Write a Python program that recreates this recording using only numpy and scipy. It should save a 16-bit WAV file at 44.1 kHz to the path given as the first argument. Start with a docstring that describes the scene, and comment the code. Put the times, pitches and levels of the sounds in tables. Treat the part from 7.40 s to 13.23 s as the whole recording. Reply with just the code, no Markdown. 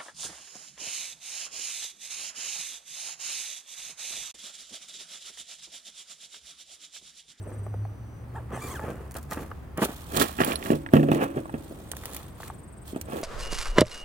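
"""A far engine drones and grasshoppers rasp at the foot of a grassy bank; a distant bird peeps.
Up on the crest a radio-controlled car revs, gears whining and brushes hissing, then tumbles down
through gravel and dry straw. It passes just right of a stereo microphone on the ground and crashes
beside it, tyres thumping and plastic body clacking, with a hollow boom. Stalks and pebbles settle."""
import sys
import numpy as np
from scipy import signal
from scipy.fft import rfft, irfft, next_fast_len
from scipy.io import wavfile
from scipy.ndimage import uniform_filter1d, map_coordinates

SR = 44100
rng = np.random.default_rng(int(sys.argv[2]) if len(sys.argv) > 2 else 0)


def transcribe(signal):
    """Save signal, clipped to [-1, 1], as a 16-bit WAV file at the path in sys.argv[1]."""
    frames = np.atleast_2d(signal).T
    limited = np.clip(frames, -1, 1)
    pcm = np.round(limited * 32767).astype(np.int16)
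    wavfile.write(sys.argv[1], SR, pcm)


N = 257103

# Levels in the tables are relative within each layer.
# spectra of the open air, far insects and a grasshopper's rasp: frequency_hz, gain_db
AIR_SPECTRUM = [(20, -23), (35, -3), (52, 2), (74, -3), (100, 4), (160, -1.5), (300, -8), (500, -15.5),
                (1000, -22), (2000, -31.5), (4000, -45), (7000, -48.5), (9000, -52.5), (16000, -45)]
INSECT_SPECTRUM = [(3800, -44), (4600, -19), (4850, -0.5), (5100, -31), (6000, -42), (8200, -8),
                   (9100, 1.5), (9900, -21), (12000, -45)]
RASP_SPECTRUM = [(6000, -62), (7500, -1), (8300, 14.5), (8800, 10.5), (9100, -6), (9600, 11), (10500, -61),
                 (14000, -38)]
# a deep hum: frequency_hz, gain_db; its swell: time_s, level_db
HUM_SPECTRUM = [(45, -54.5), (62, -4.0), (72, 9), (82, -1.5), (110, -41.5), (400, -101)]
HUM_SWELL = [(0, -49.5), (1.2, -44), (2.7, -44.5), (4, -54), (5.83, -48)]
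# the far engine fading away: time_s, level_db
ENGINE_FADE = [(0, -39), (.44, -29.5), (.56, -42), (1.3, -41.5), (1.45, -52), (1.9, -49.5), (2.2, -87)]
# peeps of a far bird: start_s, level_db
BIRD_PEEPS = [(0.41, -72), (0.601, -75), (0.87, -74)]
# bouts of grasshopper song: start_s, length_s, level_db
SONG_BOUTS = [(0, 0.26, -55.5), (2.604, 6.9, -58.5), (5.08, 0.82, -60.5)]
# the waiting electronics' whistle: time_s, level_db
WHISTLE_FADE = [(0, -73), (.55, -73), (.8, -69), (.87, -85), (1, -120)]
# throttle squeezes: at_speed_s, length_s, mesh_hz, whine_db, hiss_db
THROTTLE_SQUEEZES = [(0.964, 0.013, 470, -40, -61), (1.138, 0.034, 1025, -44, -52),
                     (1.213, 0.056, 1180, -40, -51), (1.31, 0.009, 1125, -39, -47),
                     (1.425, 0.017, 440, -43, -66), (1.49, 0.02, 800, -54, -65),
                     (1.54, 0.06, 720, -62, -70)]
# gear overtones: mesh_multiple, level_db
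GEAR_OVERTONES = [(1, -4.5), (2, 3.5), (3, -10.5), (4, -4.5), (6, -16), (8, -17)]
# what gearbox and brushes radiate: frequency_hz, gain_db
GEARBOX_RESPONSE = [(400, -8.5), (950, 1.5), (1250, -2.5), (1600, 2), (2000, -17), (2350, -6), (3200, 2.5),
                    (4200, -21), (6300, 4.5), (8500, -4)]
BRUSH_SPECTRUM = [(3000, -14), (6000, -11), (7500, 3), (8600, 10), (10000, -3.5), (16000, -27)]
# the car drags or loose ground slides: start_s, length_s, soil_db, gravel_db, straw_db
GROUND_DRAGS = [(0.06, 0.091, -43.5, -51, -64.5), (0.955, 0.052, -51, -51.5, -64),
                (1.13, 0.032, -37.5, -37.5, -57), (1.24, 0.097, -40.5, -42, -44.5),
                (1.44, 0.068, -35.5, -39.5, -54), (1.58, 0.078, -50.5, -50, -62),
                (1.765, 0.0086, -45, -37.5, -43), (1.92, 0.0094, -39, -29, -38.5),
                (1.98, 0.044, -41, -40.5, -48.5), (2.383, 0.0069, -33.5, -29, -63),
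                (2.427, 0.012, -28, -23, -27), (2.49, 0.01, -37, -36.5, -47),
                (2.62, 0.07, -65, -52.5, -50.5), (2.768, 0.044, -25, -23.5, -27.5),
                (2.805, 0.015, -22.5, -23, -22.5), (2.87, 0.026, -64, -37.5, -44),
                (3.008, 0.012, -22, -19.5, -33), (3.068, 0.047, -30, -26, -31.5),
                (3.25, 0.065, -33, -35.5, -37.5), (3.735, 0.095, -28.5, -33.5, -58),
                (3.812, 0.017, -27, -24, -37), (3.965, 0.017, -28, -37, -48.5),
                (4.22, 0.37, -51, -56.5, -54), (4.66, 0.13, -53, -46.5, -46.5),
                (5.02, 0.055, -52, -47.5, -48), (5.48, 0.019, -69, -50, -42.5),
                (5.725, 0.063, -32, -35.5, -43)]
# a skid against its landing's thud, clack and crack: soil_db, gravel_db, straw_db
SKID_OFFSETS = [-16, -12, -13]
# spectra of the ground, tyres, plastic body and breaking stalks: frequency_hz, gain_db
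SOIL_SPECTRUM = [(50, -37), (130, -1.5), (230, 2), (350, 0.5), (600, -3), (900, -15.5), (2000, -94.5)]
GRAVEL_SPECTRUM = [(300, -20), (700, 4), (1200, 4), (1900, -6), (2900, -7), (4200, -31.5), (8000, -55)]
STRAW_SPECTRUM = [(1500, -9), (3500, 5), (5500, -1.5), (8000, 1.5), (11000, 1), (16000, 0)]
THUD_SPECTRUM = [(40, -36.5), (115, -6.5), (160, -2.5), (260, 2.5), (350, -2), (480, -11.5), (650, -8.5),
                 (900, -50.5), (2000, -68)]
CLACK_SPECTRUM = [(300, -5), (700, 0.5), (1200, 2.5), (1600, -3), (1900, -2.5), (2300, -13), (2650, -2.5),
                  (3200, -10.5), (3800, -25), (6000, -35), (12000, -55)]
SNAP_SPECTRUM = [(200, -1), (900, 5.0), (2500, 1), (5500, 0.5), (9000, 5.5), (13000, 4.5), (16000, 6.5)]
# dry stalks break: start_s, level_db
STALK_SNAPS = [(1.7106, -39), (1.7187, -40), (1.742, -37.5), (1.785, -38), (1.829, -41), (1.919, -37),
               (2.375, -28), (2.3984, -42), (2.5441, -46), (3.0472, -15.5), (4.516, -22), (4.5676, -28.5),
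               (4.656, -25), (4.6946, -42), (4.7337, -32.5), (4.7467, -28.5), (4.7652, -25.5), (5.08, -34),
               (5.4793, -35), (5.613, -24.5), (5.814, -35)]
# pebbles knock together: start_s, level_db, pitch_hz
PEBBLE_KNOCKS = [(0.266, -34, 676), (0.341, -33, 694), (.452, -35.5, 770), (1.175, -30.5, 1000),
                 (1.395, -30, 1190), (1.48, -40, 790), (1.761, -31.5, 1020), (2.115, -31.5, 1160),
                 (2.424, -19.5, 1220), (3.004, -15.5, 1440), (3.016, -16, 1830), (3.036, -22, 2700),
                 (3.092, -29, 1780), (3.12, -22, 2610), (3.227, -30.5, 2800), (3.26, -28.5, 1900),
                 (3.463, -28, 1750), (3.489, -37, 2000), (3.634, -22.5, 760), (4.056, -32, 990),
                 (4.095, -31.5, 1100), (4.535, -34.5, 1180), (4.636, -37.5, 1680), (5.003, -36, 840),
                 (5.031, -37.5, 1800), (5.101, -31.5, 970)]
# modes of a small steel part and of the hollow boom: pitch_hz, level_db, t60_s
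STEEL_MODES = [(4170, 2, 0.015), (5500, -14, 0.022), (10700, 4, 0.012)]
BOOM_MODES = [(149.4, 2.5, 0.38), (228, 4.5, 0.28), (279, -6.5, 0.85), (313, -10.5, 1), (336, -8, 0.98),
              (448.2, -3, 0.19), (512, -18, 0.2), (557, -16, 1)]
# the car strikes the ground: start_s, thud_db, clack_db, crack_db, boom_share
LANDINGS = [(1.752, -34.5, -37.5, -41, 0.37), (1.911, -45, -40, -30.5, 0.2), (1.921, -51, -33.5, -53, 0.3),
            (1.972, -30.5, -37, -58, 0.28), (2.381, -27, -57, -50, 0), (2.419, -15.5, -25, -53, 0.06),
            (2.428, -17.5, -26, -47, 0.03), (2.813, -23, -14, -15, 0), (2.987, -27, -27, -46, 0),
            (3.003, -18, -23, -28.5, 0.26), (3.303, -12, -26.5, -41, 0.16), (3.318, -14.5, -42, -53, 0.31),
            (3.331, -18, -29.5, -37, 0), (3.536, -6.5, -18, -24, 0.73), (3.555, -5.5, -28, -50, 0.44),
            (3.566, -17, -21, -33, 0.46), (3.595, -18, -31, -40, 0.05), (3.63, -18, -32.5, -38.5, 0.42),
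            (3.686, -12.5, -29, -42, 0.52), (3.716, -13.5, -20, -29, 0.12), (3.747, -18, -30, -30.5, 0.05),
            (3.815, -38, -27.5, -49, 0.5), (3.973, -33, -36, -55, 0.9), (4.14, -23.5, -37, -50, 0.32),
            (4.31, -34.5, -62, -65, 0.4), (5.531, -33.5, -59, -70, 0.2), (5.546, -33, -44, -65, 0.05),
            (5.561, -23.5, -38.5, -42.5, 0)]
# where the car, and the stalks and stones it disturbs, are heard from:
# time_s, bearing (0 ahead, 1 hard right)
BEARINGS = [(2.1, 0.04), (2.45, 0.29), (2.6, 0.39), (2.78, 1), (4.15, 0.74), (4.5, 0.29), (5.1, 0.066),
            (5.7, 0.8)]
# upper middle cancelled by the ground's reflection: time_s, cancelled_share
GROUND_DIP = [(1, 0.55), (2.1, 0.45), (2.45, 0.0036), (2.7, 0.051)]


def amp(db):
    return 10 ** (np.asarray(db) / 20)


def unit(x):
    return x / np.sqrt(np.mean(x ** 2) + 1e-20)


def noise():
    return rng.standard_normal(N)


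def fade(t, t60):
    return np.exp(-np.log(1000) * t / t60)


def held(t, start, length, attack, release):
    """Attack, hold at 1, release; the edges are times for 60 dB."""
    return fade(np.maximum(start - t, 0), attack) * fade(np.maximum(t - start - length, 0), release)


def curves(rows):
    """One value per sample for each column after the time."""
    s, *cols = np.transpose(rows)
    return [np.interp(np.arange(N) / SR, s, c) for c in cols]


def wobble(rate):
    """A smooth random curve, rate knots a second."""
    return map_coordinates(rng.standard_normal(int(N * rate / SR) + 4), [np.arange(N) * rate / SR])


def colour(x, points, size=4096):
    """Causal filter of unit energy through (frequency_hz, gain_db) points."""
    hz, db = np.transpose(points)
    gain_db = np.interp(np.log(np.fft.rfftfreq(size, 1 / SR) + 1), np.log(hz), db)
    cepstrum = irfft(np.log(amp(gain_db)))
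    cepstrum[1:size // 2] *= 2
    cepstrum[size // 2 + 1:] = 0
    impulse = irfft(np.exp(rfft(cepstrum)))
    impulse /= np.linalg.norm(impulse)
    return signal.fftconvolve(np.atleast_2d(x), impulse[None], axes=1)[:, :x.shape[-1]]


def add(track, s, sound):
    """Lay a sound into a track at s seconds."""
    part = track[..., max(round(s * SR), 0):][..., :sound.shape[-1]]
    part += sound[..., :part.shape[-1]]


def spread(draw, apart_db):
    """Two channels of rms 1: a shared signal plus each side's own."""
    return unit(draw() + amp(apart_db) * np.array([draw(), draw()]))


def open_air():
    """A far rumble over a deep hum; only the long waves reach both sides of the microphone alike."""
    short_waves = signal.sosfilt(signal.butter(1, 700, "high", fs=SR, output="sos"), [noise(), noise()])
    level = amp(-46.5 + 0.5 * wobble(3.24))
    rumble = level * colour(spread(noise, apart_db=-12) + 2.02 * short_waves, AIR_SPECTRUM)
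    hum_db, = curves(HUM_SWELL)
    return rumble + amp(hum_db) * colour(noise(), HUM_SPECTRUM)


def far_engine(idle_hz=101.8, pull_away_s=0.32, climb_hz_per_s=25):
    """A distant engine idles, then gathers speed; moving air makes it waver, more so when faint."""
    db, = curves(ENGINE_FADE)
    hz = idle_hz + climb_hz_per_s * np.maximum(np.arange(N) / SR - pull_away_s, 0)
    waver = np.clip((db.max() - db) / 4, 1, 3.5) * wobble(24)
    phase = 2 * np.pi * np.cumsum(hz) / SR + 0.22 * waver + 0.46 * wobble(15.5)
    return amp(db + 1.5 + waver) * np.sin(phase)


def far_insects():
    """Insects far across the grass merge into a thin, steady shrill."""
    return amp(-74.5 + 1.5 * wobble(4.2)) * colour(spread(noise, apart_db=-1.5), INSECT_SPECTRUM)


def far_bird(pitch_hz=4450, sag_hz_per_s=2000, length_s=0.077):
    """Each peep is a thin note that sags in pitch."""
    out, t = np.zeros(N), np.arange(round(length_s * SR)) / SR
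    peep = np.hanning(len(t)) * np.sin(2 * np.pi * np.cumsum(pitch_hz - sag_hz_per_s * t) / SR)
    for s, db in BIRD_PEEPS:
        add(out, s, amp(db) * peep)
    return out


def grasshopper(stroke_hz=18.5, quicken_hz_per_s=0.556, edge_s=0.19):
    """Left of the microphone, each leg stroke rasps out a soft chirp; the strokes slowly quicken."""
    t = np.arange(N) / SR
    bouts = sum(amp(db) * held(t, s, length, edge_s, edge_s) for s, length, db in SONG_BOUTS)
    cycles = np.cumsum(stroke_hz + quicken_hz_per_s * t) / SR - .08
    stroke = np.abs(np.sin(np.pi * cycles)) ** 3
    return bouts * stroke * colour(spread(noise, apart_db=1), RASP_SPECTRUM) * amp([[.5], [-6]])


def throttle(spin_up_s=0.045, coast_hz_per_s=7400, inertia_s=0.016):
    """Each squeeze spins the motor up, then it coasts down; the faster, the louder."""
    t = np.arange(N) / SR
    drive = np.zeros((3, N))
    for s, length, top_hz, whine_db, hiss_db in THROTTLE_SQUEEZES:
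        rising = 1 + (t - s) / spin_up_s
        coasting = 1 - (t - s - length) * coast_hz_per_s / top_hz
        speed = np.clip(np.minimum(rising, coasting), 0, 1)
        whine, hiss = amp(whine_db) * speed ** 1.5, amp(hiss_db) * speed ** 3.2
        drive = np.maximum(drive, [top_hz * speed, whine, hiss])
    return uniform_filter1d(drive, round(inertia_s * SR), axis=1)


def motor(whistle_hz=5945):
    """On the crest the waiting electronics whistle; then gears whine and brushes hiss under throttle."""
    mesh_hz, whine, hiss = throttle()
    phase = 2 * np.pi * np.cumsum(mesh_hz * (1 + .014 * wobble(700))) / SR
    gears = np.zeros(N)
    for order, db in GEAR_OVERTONES:
        # backlash makes every overtone rattle in strength and phase
        rattle_db, slip = 3 * wobble(200), .35 * wobble(500)
        radiated_db = np.interp(order * mesh_hz, *np.transpose(GEARBOX_RESPONSE))
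        gears += amp(db + radiated_db + rattle_db) * np.sin(order * phase + slip)
    sparks = unit(noise() * (1 + np.sin(phase)) * amp(3.4 * wobble(150)))
    whistle_db, = curves(WHISTLE_FADE)
    whistle = np.sin(2 * np.pi * whistle_hz * np.arange(N) / SR + .3 * wobble(120))
    return whine * gears + hiss * colour(sparks, BRUSH_SPECTRUM) + amp(whistle_db) * whistle


def crunch(rate_hz, size_db, smooth_db, apart_db):
    """Tiny fractures of uneven size over smooth sliding noise, in stereo."""
    def draw():
        sizes = amp(size_db * np.minimum(rng.exponential(size=N), 3)) * np.sign(noise())
        fractures = unit(sizes * (rng.random(N) < rate_hz / SR))
        return unit(fractures + amp(smooth_db) * noise())
    return spread(draw, apart_db)


def dragging(skid_delay_s=0.0089, skid_s=0.015, trickle_t60_s=0.98, trickle_db=(-38, -17.5, -14)):
    """Strength of soil, gravel and straw: each drag or skid swells, holds and leaves a trickle."""
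    t = np.arange(0, N / SR, .001)
    skids = [(s + skid_delay_s, skid_s, *np.add(levels, SKID_OFFSETS)) for s, *levels, _ in LANDINGS]
    power = np.zeros((3, len(t)))
    for s, length, *levels_db in list(GROUND_DRAGS) + skids:
        attack_s, release_s = 0.031 + 3.57 * length, 0.083 + 3.3 * length  # longer drags are gentler
        contact = held(t, s, length, attack_s, release_s)
        trickle = np.outer(amp(trickle_db), held(t, s, length, attack_s, trickle_t60_s))
        power += (amp(levels_db)[:, None] * np.maximum(contact, trickle)) ** 2
    return curves(np.column_stack([t, *np.sqrt(power)]))


def scrape():
    """Tyres drum on soil, grind gravel and tear through straw."""
    on_soil, on_gravel, on_straw = dragging()
    soil = colour(crunch(rate_hz=400, size_db=5.5, smooth_db=-5.5, apart_db=-18.5), SOIL_SPECTRUM)
    gravel = colour(crunch(rate_hz=600, size_db=3.5, smooth_db=-12.5, apart_db=-6), GRAVEL_SPECTRUM)
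    rustle = crunch(rate_hz=3000, size_db=6.5, smooth_db=-3, apart_db=4)
    # stalks give way in clumps, so the rustle swells and sinks within milliseconds
    straw = colour(unit(rustle * amp(3.4 * wobble(220))), STRAW_SPECTRUM)
    return amp(-1) * on_soil * soil + amp(-4) * on_gravel * gravel + amp(-1) * on_straw * straw


def stalks():
    """A dry stalk breaks with a sharp crack and a brief splintering."""
    out, t = np.zeros((2, N)), np.arange(SR // 10) / SR
    for s, db in STALK_SNAPS:
        crack = rng.standard_normal(len(t)) * fade(t, 0.014)
        splinters = 0.47 * rng.standard_normal((2, len(t))) * fade(t, 0.016)
        add(out, s, amp(db + 1) * (crack + splinters))
    return colour(out, SNAP_SPECTRUM)


def pebbles():
    """A knocked stone gives a dry tick, broad around its own pitch, with hardly any ring."""
    out, t = np.zeros(N), np.arange(SR // 20) / SR
    for s, db, hz in PEBBLE_KNOCKS:
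        contact = 0.25 * rng.standard_normal(len(t)) * fade(t, 0.019)
        contact[0] += 2
        body = signal.butter(2, [hz * 0.53, hz * 1.12], "band", fs=SR, output="sos")
        knock = signal.sosfilt(body, contact) + 0.0079 * contact
        add(out, s, 6 * amp(db + 5) * knock / np.linalg.norm(knock))
    return out


def steel_clink(start_s=3.157):
    """A small steel part of the chassis catches a stone."""
    out, t = np.zeros(N), np.arange(SR // 10) / SR
    ring = sum(amp(db) * np.sin(2 * np.pi * hz * t) * fade(t, t60) for hz, db, t60 in STEEL_MODES)
    add(out, start_s, amp(-19) * ring)
    return out


def landings():
    """Each landing thumps the tyres, clacks the plastic body, crushes grit and may boom hollowly."""
    t = np.arange(SR) / SR
    thud, clack, crack, boom = np.zeros((4, N))
    swell = 1 - np.exp(-t / 0.0061)
    for s, thud_db, clack_db, crack_db, boom_share in LANDINGS:
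        push, rattle, grit = rng.standard_normal((3, len(t)))
        push = 0.7 * push * fade(t, 0.054)
        push[0] += 12  # one hard shove at first contact; the suspension shudders after it
        add(thud, s, amp(thud_db) * push)
        add(clack, s, amp(clack_db + 2.5) * rattle * fade(t, 0.041))
        add(crack, s, amp(crack_db + 1) * grit * fade(t, 0.015))
        for hz, db, t60 in BOOM_MODES:
            # a fresh blow feeds the swing that is already going
            mode = np.sin(2 * np.pi * hz * (s + t) + rng.normal(0, 0.87))
            level = boom_share * amp(thud_db + db - 7.5 + rng.normal(0, 0.63))
            add(boom, s, level * mode * swell * fade(t, t60))
    strikes = colour(thud, THUD_SPECTRUM) + colour(clack, CLACK_SPECTRUM) + colour(crack, STRAW_SPECTRUM)
    return strikes + boom


def at_microphone(sound, side_delay_s=0.00039):
    """Far up, ground reflection cancels the upper middle; to the right, the left side lags and dulls."""
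    bearing, = curves(BEARINGS)
    dip, = curves(GROUND_DIP)
    upper_middle = signal.sosfiltfilt(signal.butter(2, [2250, 4400], "band", fs=SR, output="sos"), sound)
    left, right = sound - dip * upper_middle
    dull = signal.sosfilt(signal.butter(1, 900, fs=SR, output="sos"), left)
    shade = 0.77 * bearing ** 1.05
    left = (1 - shade) * left + shade * dull
    left = map_coordinates(left, [np.arange(N) - bearing * side_delay_s * SR])
    return np.array([left, right])


def bank_echo(sound, t60_s=0.034):
    """Stones and slope scatter a short, weak answer."""
    t = np.arange(SR // 5) / SR
    tail = rng.standard_normal((2, len(t))) * fade(t, t60_s) * (1 - np.exp(-t / 0.00022))
    echo = signal.fftconvolve(sound, tail / np.linalg.norm(tail[0]), axes=1)[:, :N]
    return amp(-6) * signal.sosfilt(signal.butter(1, 500, "high", fs=SR, output="sos"), echo)


def scene():
    """The tumbling car and the meadow around it, heard from the foot of the bank."""
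    near = at_microphone(scrape() + landings() + pebbles() + stalks() + steel_clink() + motor())
    return near + bank_echo(near) + grasshopper() + far_insects() + far_bird() + far_engine() + open_air()


def record(dry):
    """The recorder rounds off the highest peaks and keeps nothing above its band limit."""
    rounded = dry / (1 + np.abs(dry) ** 6) ** (1 / 6)
    size = next_fast_len(N + SR // 2)
    in_band = np.fft.rfftfreq(size, 1 / SR) < 16100
    return irfft(rfft(rounded, size) * in_band, size)[:, :N]


dry = scene()
out = record(dry)
transcribe(out)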